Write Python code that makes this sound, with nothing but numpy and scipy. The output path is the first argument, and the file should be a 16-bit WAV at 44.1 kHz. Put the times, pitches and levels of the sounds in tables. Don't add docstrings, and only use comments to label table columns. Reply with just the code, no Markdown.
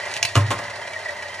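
import sys
import numpy as np
from scipy import signal
from scipy.fft import rfft, irfft
from scipy.io import wavfile
from scipy.ndimage import uniform_filter1d, map_coordinates

SR = 44100
rng = np.random.default_rng(int(sys.argv[2]) if len(sys.argv) > 2 else 0)


def digitize_waveform(pressure):
    field = np.atleast_2d(pressure).T
    bounded = np.clip(field, -1, 1)
    quanta = np.round(bounded * 32767).astype(np.int16)
    wavfile.write(sys.argv[1], SR, quanta)


N = 61739
T = np.arange(N) / SR

ROOM_DB, ROOM_T60_S, ROOM_LOW_HZ = -8, 0.07, 292
ROOM_TREBLE_DB, ROOM_TREBLE_HZ = -0.5, 2000

# mode_hz, t60_s, level_db
TABLE_MODES = [(102.8, 0.41, -8), (117.9, 0.58, -19), (126.8, 0.32, -17), (284.2, .12, -16)]
# start_s, level_db
BOOMS = [(.155, -34.5), (0.233, -29.5), (0.3584, 2)]
BOOM_RISE_S = 0.01348
# frequency_hz, density_db (per Hz)
RUMBLE_SPECTRUM = [(30, -34), (65, -24), (92, 7.5), (130, -5.5), (160, -21.5), (200, -5.5), (300, -25.5)]
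RUMBLE_DB = -50

# mode_hz, t60_s (ringing freely), rolling_db, click_db, knock_db
FUNNEL_MODES = [(584, 0.2, -8.5, -36.5, -9.5), (687.4, 0.13, -10.5, -18, -8.5),
                (871.8, 0.2, -11.5, -23.5, -45), (966.5, 0.14, -9.5, -36, -14),
                (1060, 0.21, -42, -36, -11.5), (1187, 0.023, -23, -45, -1), (1842, 0.075, -11, -49, -34),
                (1919.5, 0.072, -2.5, -36, -34), (2028, 0.047, -5.5, -33, -28),
                (2331, 0.1, -12.5, -13, -38), (2638, 0.088, -18.5, -13.5, -25), (2876, 0.026, -23, -2, 1.5),
                (3086, 0.046, -16.5, -37, -5), (4080, 0.033, -22.5, -7, -21), (4590, 0.034, -18, -8, -27),
                (5346, 0.021, -30.5, -3, -18), (6464, 0.015, -32, 1.5, -6), (7260, 0.018, -36, -11, -26),
                (9750, 0.033, -43, -13, -18)]

# start_s, level_db, hardness_hz (contact low-pass corner)
CLICKS = [(.1392, -23.5, 9150), (.1655, -22, 2000), (.2277, -10.5, 15000), (.2503, -17, 4950),
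          (.2522, -14.5, 4440)]
# frequency_hz, density_db (per Hz)
CLICK_SPECTRUM = [(200, -15), (1300, -26), (2400, 10), (3500, -1.5), (5800, -1.5), (7800, -4), (10000, 1.5),
                  (14000, -25)]
CLICK_T60_S, CLICK_TAIL_DB, CLICK_TAIL_T60_S = 0.021, -35, 0.093
# start_s, level_db, hardness_hz (contact low-pass corner)
KNOCKS = [(.3542, -14.5, 5960), (.3635, -19.5, 3540), (.3745, -20, 1200), (.5048, -20.5, 1510),
          (.5122, -20, 1818), (.5187, -26.5, 1490), (.5885, -28.5, 1500)]
# frequency_hz, density_db (per Hz)
KNOCK_SPECTRUM = [(60, -8), (280, -2), (750, -1.5), (1200, 2.5), (2300, -4.5), (2950, -5), (4300, -10.5),
                  (6000, -11), (10000, -11.5), (14000, -31)]
KNOCK_T60_S, KNOCK_TAIL_DB, KNOCK_TAIL_T60_S = 0.038, -8, 0.29
DAMPING_SLOPE = 0.37
CRACK_DB, CRACK_S = -16, 0.0032
THICKET_DB = -1.5

# time_s, whirr_db, treble_db (before the rasps and other offsets)
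ROLL = [(0, -37.5, -39.5), (.13, -35, -37.5), (.165, -38, -32), (.205, -39, -45), (.27, -40, -35),
        (.34, -42, -41.5), (.47, -38.5, -42.5), (.6, -37, -42), (.8, -37, -43), (1.0, -39.5, -42.5),
        (1.08, -37, -44.5), (1.4, -40, -43)]
# time_s, level_db
SING = [(0, -32.5), (.07, -31.5), (.11, -43), (.17, -34), (.32, -39.5), (.44, -37), (.49, -33.5),
        (.58, -37.5), (.66, -36.5), (.76, -42.5), (.88, -35.5), (.93, -44), (.964, -27.5), (.98, -37),
        (1.036, -46), (1.058, -26), (1.076, -31.5), (1.094, -26), (1.125, -50), (1.19, -33), (1.328, -40),
        (1.347, -28.5), (1.365, -39.5), (1.4, -32.5)]
# time_s, rate_hz
WOBBLE = [(0, 32), (.3, 34), (.8, 36.2), (1.12, 29.5), (1.4, 30.6)]
# time_s, pitch_hz
HUM = [(0, 623.4), (.12, 590), (.25, 678), (.33, 600), (.7, 575), (.775, 632), (.82, 588), (.88, 634.4),
       (1.07, 623), (1.14, 577.8), (1.18, 628.3), (1.26, 578), (1.4, 625)]
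# time_s, treble_change_db (negative is softer)
SCRAPES = [(.484, 3), (0.995, -2.5), (1.09, 7.5), (1.228, 2.5)]
# frequency_hz, density_db (per Hz)
WHIRR_SPECTRUM = [(40, -46), (150, -16), (290, -15), (410, -0.5), (520, -5.5), (700, -1.5), (950, -0.5),
                  (1350, -5.5), (1700, 1.5), (2200, -23), (2800, -18), (4000, -22.5), (12000, -52)]
# frequency_hz, density_db (per Hz)
RASP_SPECTRUM = [(1200, -54), (2300, 4), (3200, 0), (4400, 0.5), (5600, -1.5), (7200, -7), (9500, -9),
                 (11000, -11), (12300, -40), (16000, -66)]
TURN_S, TURN_AT_S = .0585, .872
RASP_S, RASP_DB = 0.0072, 6
WOBBLE_DB, SING_WOBBLE_DB, WOBBLE_LAG_S = 4, 4.5, 0.0084
GRAINS_PER_S, GRAIN_SPREAD_DB = 9000, 3
SCRAPE_LENGTH_S = 0.0095
CONTACT_DB, CONTACT_STEP_S = 0.3, .02
HUM_DB, HUM_FLUTTER_DB, HUM_JITTER_HZ = -3.5, 3, 7
SING_ABOVE_HZ, SING_BELOW_HZ, GLINT_ABOVE_HZ = 1885, 1970, 2200
GLINT_DB, GLINT_SPREAD_DB = 4, 5.5
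DRIVEN_T60_SHARE = 0.55
WAVER_SHARE, WAVER_S, WAVER_AT_S = 0.017, .16, 1.012
LOW_MODES_BELOW_HZ = 800

# frequency_hz, phase_rad
PORT_PHASE = [(0, 0), (750, -.4), (1600, .1), (2500, .9), (4000, .8), (4650, 2.1), (5250, 5.9), (5700, 6.8),
              (9650, 8.5), (16000, 10.2)]
# frequency_hz, difference_db
PORT_BALANCE = [(100, -0.5), (500, 2), (1000, -0.5), (2000, -1.5), (4000, -2.5), (12000, 0.5)]
LOW_CUT_HZ, CUTOFF_HZ = 55, 16300


def from_db(db):
    return 10 ** (np.asarray(db) / 20)


def rms_one(x):
    return x / np.sqrt(np.mean(x ** 2) + 1e-20)


def in_time(rows):
    s, *columns = np.transpose(rows)
    return [np.interp(T, s, c) for c in columns]


def at_hz(points, hz):
    f, value = np.transpose(points)
    return np.interp(np.log(hz + 1), np.log(f + 1), value)


def chance(step_s):
    return np.interp(T / step_s, np.arange(N), rng.standard_normal(N))


def filtered(x, order, corner_hz, kind):
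    return signal.sosfilt(signal.butter(order, corner_hz, kind, fs=SR, output="sos"), x)


def coloured(x, spectrum):
    return rms_one(irfft(rfft(x) * from_db(at_hz(spectrum, np.fft.rfftfreq(N, 1 / SR))), N))


def evened(x, size=2200):
    return x / np.sqrt(uniform_filter1d(x * x, size) + 1e-20)


def ring(drive, hz, t60):
    r, w = from_db(-60 / (t60 * SR)), 2 * np.pi * hz / SR
    return signal.lfilter([0, np.sin(w)], [1, -2 * r * np.cos(w), r * r], drive + 1e-18)


def dying(s, t60):
    return (T >= s) * np.exp(-np.log(1000) * np.maximum(T - s, 0) / t60)


def room(x):
    tails = rng.standard_normal((2, N)) * dying(0.0046, ROOM_T60_S)
    tails = filtered(tails, 2, ROOM_LOW_HZ, "high")
    tails /= np.linalg.norm(tails, axis=1, keepdims=True)
    tails += (from_db(ROOM_TREBLE_DB) - 1) * filtered(tails, 1, ROOM_TREBLE_HZ, "high")
    return from_db(ROOM_DB) * signal.fftconvolve(x[None], tails, axes=1)[:, :N]


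def table_top():
    out = from_db(RUMBLE_DB) * evened(coloured(rng.standard_normal(N), RUMBLE_SPECTRUM), size=5000)
    for s, db in BOOMS:
        age = np.maximum(T - s, 0)
        rise = 1 - np.exp(-(age / BOOM_RISE_S) ** 2)
        for hz, t60, mode_db in TABLE_MODES:
            mode = np.cos(2 * np.pi * hz * (age - BOOM_RISE_S))
            out += from_db(db + mode_db) * rise * dying(s, t60) * mode
    return out


def crack(s):
    return from_db(CRACK_DB) * (T >= s) * np.exp(-((T - s) / CRACK_S) ** 4)


def blows(rows, spectrum, t60, tail_db, tail_t60, mode_dbs):
    edges = np.geomspace(50, 17000, 24)
    centres = np.sqrt(edges[1:] * edges[:-1])
    gains = from_db(at_hz(spectrum, centres)) * np.sqrt(np.diff(edges))
    gains /= np.linalg.norm(gains)
    out, taps = np.zeros(N), np.zeros(N)
    for low, high, hz, gain in zip(edges, edges[1:], centres, gains):
        thicket = evened(filtered(rng.standard_normal(N), 2, [low, high], "band"), size=600)
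        shorter = (hz / 2000) ** -DAMPING_SLOPE
        power = np.zeros(N)
        for s, db, _ in rows:
            tail = from_db(tail_db) * dying(s, tail_t60 * shorter)
            envelope = crack(s) + dying(s, t60 * shorter) + tail
            power += (from_db(db) * envelope) ** 2
        out += from_db(THICKET_DB) * gain * thicket * np.sqrt(power)
    for s, db, hardness_hz in rows:
        impulse = signal.unit_impulse(N, int(s * SR)) + 1e-18
        taps += from_db(db) * filtered(impulse, 2, min(hardness_hz, CUTOFF_HZ), "low")
    for k, (mode, db) in enumerate(zip(FUNNEL_MODES, mode_dbs)):
        out += (-1) ** k * from_db(db) * ring(taps, mode[0], mode[1])
    return out


def grains():
    sizes = from_db(GRAIN_SPREAD_DB * np.minimum(rng.exponential(1, N), 4))
    signs = rng.choice([-1, 1], N)
    return sizes * signs * (rng.random(N) < GRAINS_PER_S / SR)


def driven_mode(hz, t60):
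    pass_t60 = t60 * DRIVEN_T60_SHARE
    tone = ring(ring(np.tile(grains(), 2), hz, pass_t60), hz, pass_t60)[N:]
    tone = evened(tone, size=500 if SING_ABOVE_HZ < hz < SING_BELOW_HZ else 2200)
    speed = 2 * np.pi / WAVER_S * (2 if hz < LOW_MODES_BELOW_HZ else 1)
    wavering = T + WAVER_SHARE / speed * np.sin(speed * (T - WAVER_AT_S))
    return map_coordinates(tone, [wavering * SR], order=3, mode="mirror")


def rolling_coin():
    whirr_db, treble_db = in_time(ROLL)
    sing_db, = in_time(SING)
    wobbles_per_s, = in_time(WOBBLE)
    hum_hz, = in_time(HUM)
    since = (T - TURN_AT_S) % TURN_S / RASP_S
    rasp = 2 * since * np.exp(1 - 2 * since)
    rasp_db = RASP_DB * (rasp - rasp.mean())
    for s, change_db in SCRAPES:
        treble_db = treble_db + change_db * np.exp(-((T - s) / SCRAPE_LENGTH_S) ** 2)
    wobble = np.cos(2 * np.pi * (np.cumsum(wobbles_per_s) / SR - wobbles_per_s * WOBBLE_LAG_S))
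    swaying_db = whirr_db + WOBBLE_DB * wobble

    out = coloured(grains(), WHIRR_SPECTRUM) * from_db(whirr_db + 0.56 * rasp_db - 1.5)
    uneven_db = CONTACT_DB * chance(CONTACT_STEP_S)
    out += coloured(grains(), RASP_SPECTRUM) * from_db(treble_db + rasp_db + uneven_db)
    jittered_hz = hum_hz + HUM_JITTER_HZ * chance(CONTACT_STEP_S)
    hum_db = swaying_db + HUM_DB + HUM_FLUTTER_DB * chance(CONTACT_STEP_S)
    out += np.sin(2 * np.pi * np.cumsum(jittered_hz) / SR) * from_db(hum_db)
    for hz, t60, db, _, _ in FUNNEL_MODES:
        if hz < SING_ABOVE_HZ or SING_BELOW_HZ < hz < GLINT_ABOVE_HZ:
            level_db = swaying_db
        elif hz < SING_BELOW_HZ:
            level_db = sing_db + SING_WOBBLE_DB * wobble
        else:
            flare_db = GLINT_SPREAD_DB * chance(CONTACT_STEP_S)
            level_db = treble_db + GLINT_DB + rasp_db + flare_db
        out += driven_mode(hz, t60) * from_db(db + level_db)
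    return out


def scene():
    _, _, _, click_dbs, knock_dbs = np.transpose(FUNNEL_MODES)
    funnel = rolling_coin()
    funnel += blows(CLICKS, CLICK_SPECTRUM, CLICK_T60_S, CLICK_TAIL_DB, CLICK_TAIL_T60_S, click_dbs)
    funnel += blows(KNOCKS, KNOCK_SPECTRUM, KNOCK_T60_S, KNOCK_TAIL_DB, KNOCK_TAIL_T60_S, knock_dbs)
    return funnel + room(funnel) + table_top()


def record(dry):
    hz = np.fft.rfftfreq(2 * N, 1 / SR)
    phase = np.interp(hz, *np.transpose(PORT_PHASE))
    lean = from_db(at_hz(PORT_BALANCE, hz) / 2)
    ports = np.array([lean, np.exp(-1j * phase) / lean])
    heard = irfft(rfft(dry, 2 * N) * ports)[:, :N]
    rounded = np.tanh(filtered(heard, 3, LOW_CUT_HZ, "high"))
    return signal.sosfilt(signal.cheby2(12, 70, CUTOFF_HZ, fs=SR, output="sos"), rounded)


dry = scene()
out = record(dry)
digitize_waveform(out)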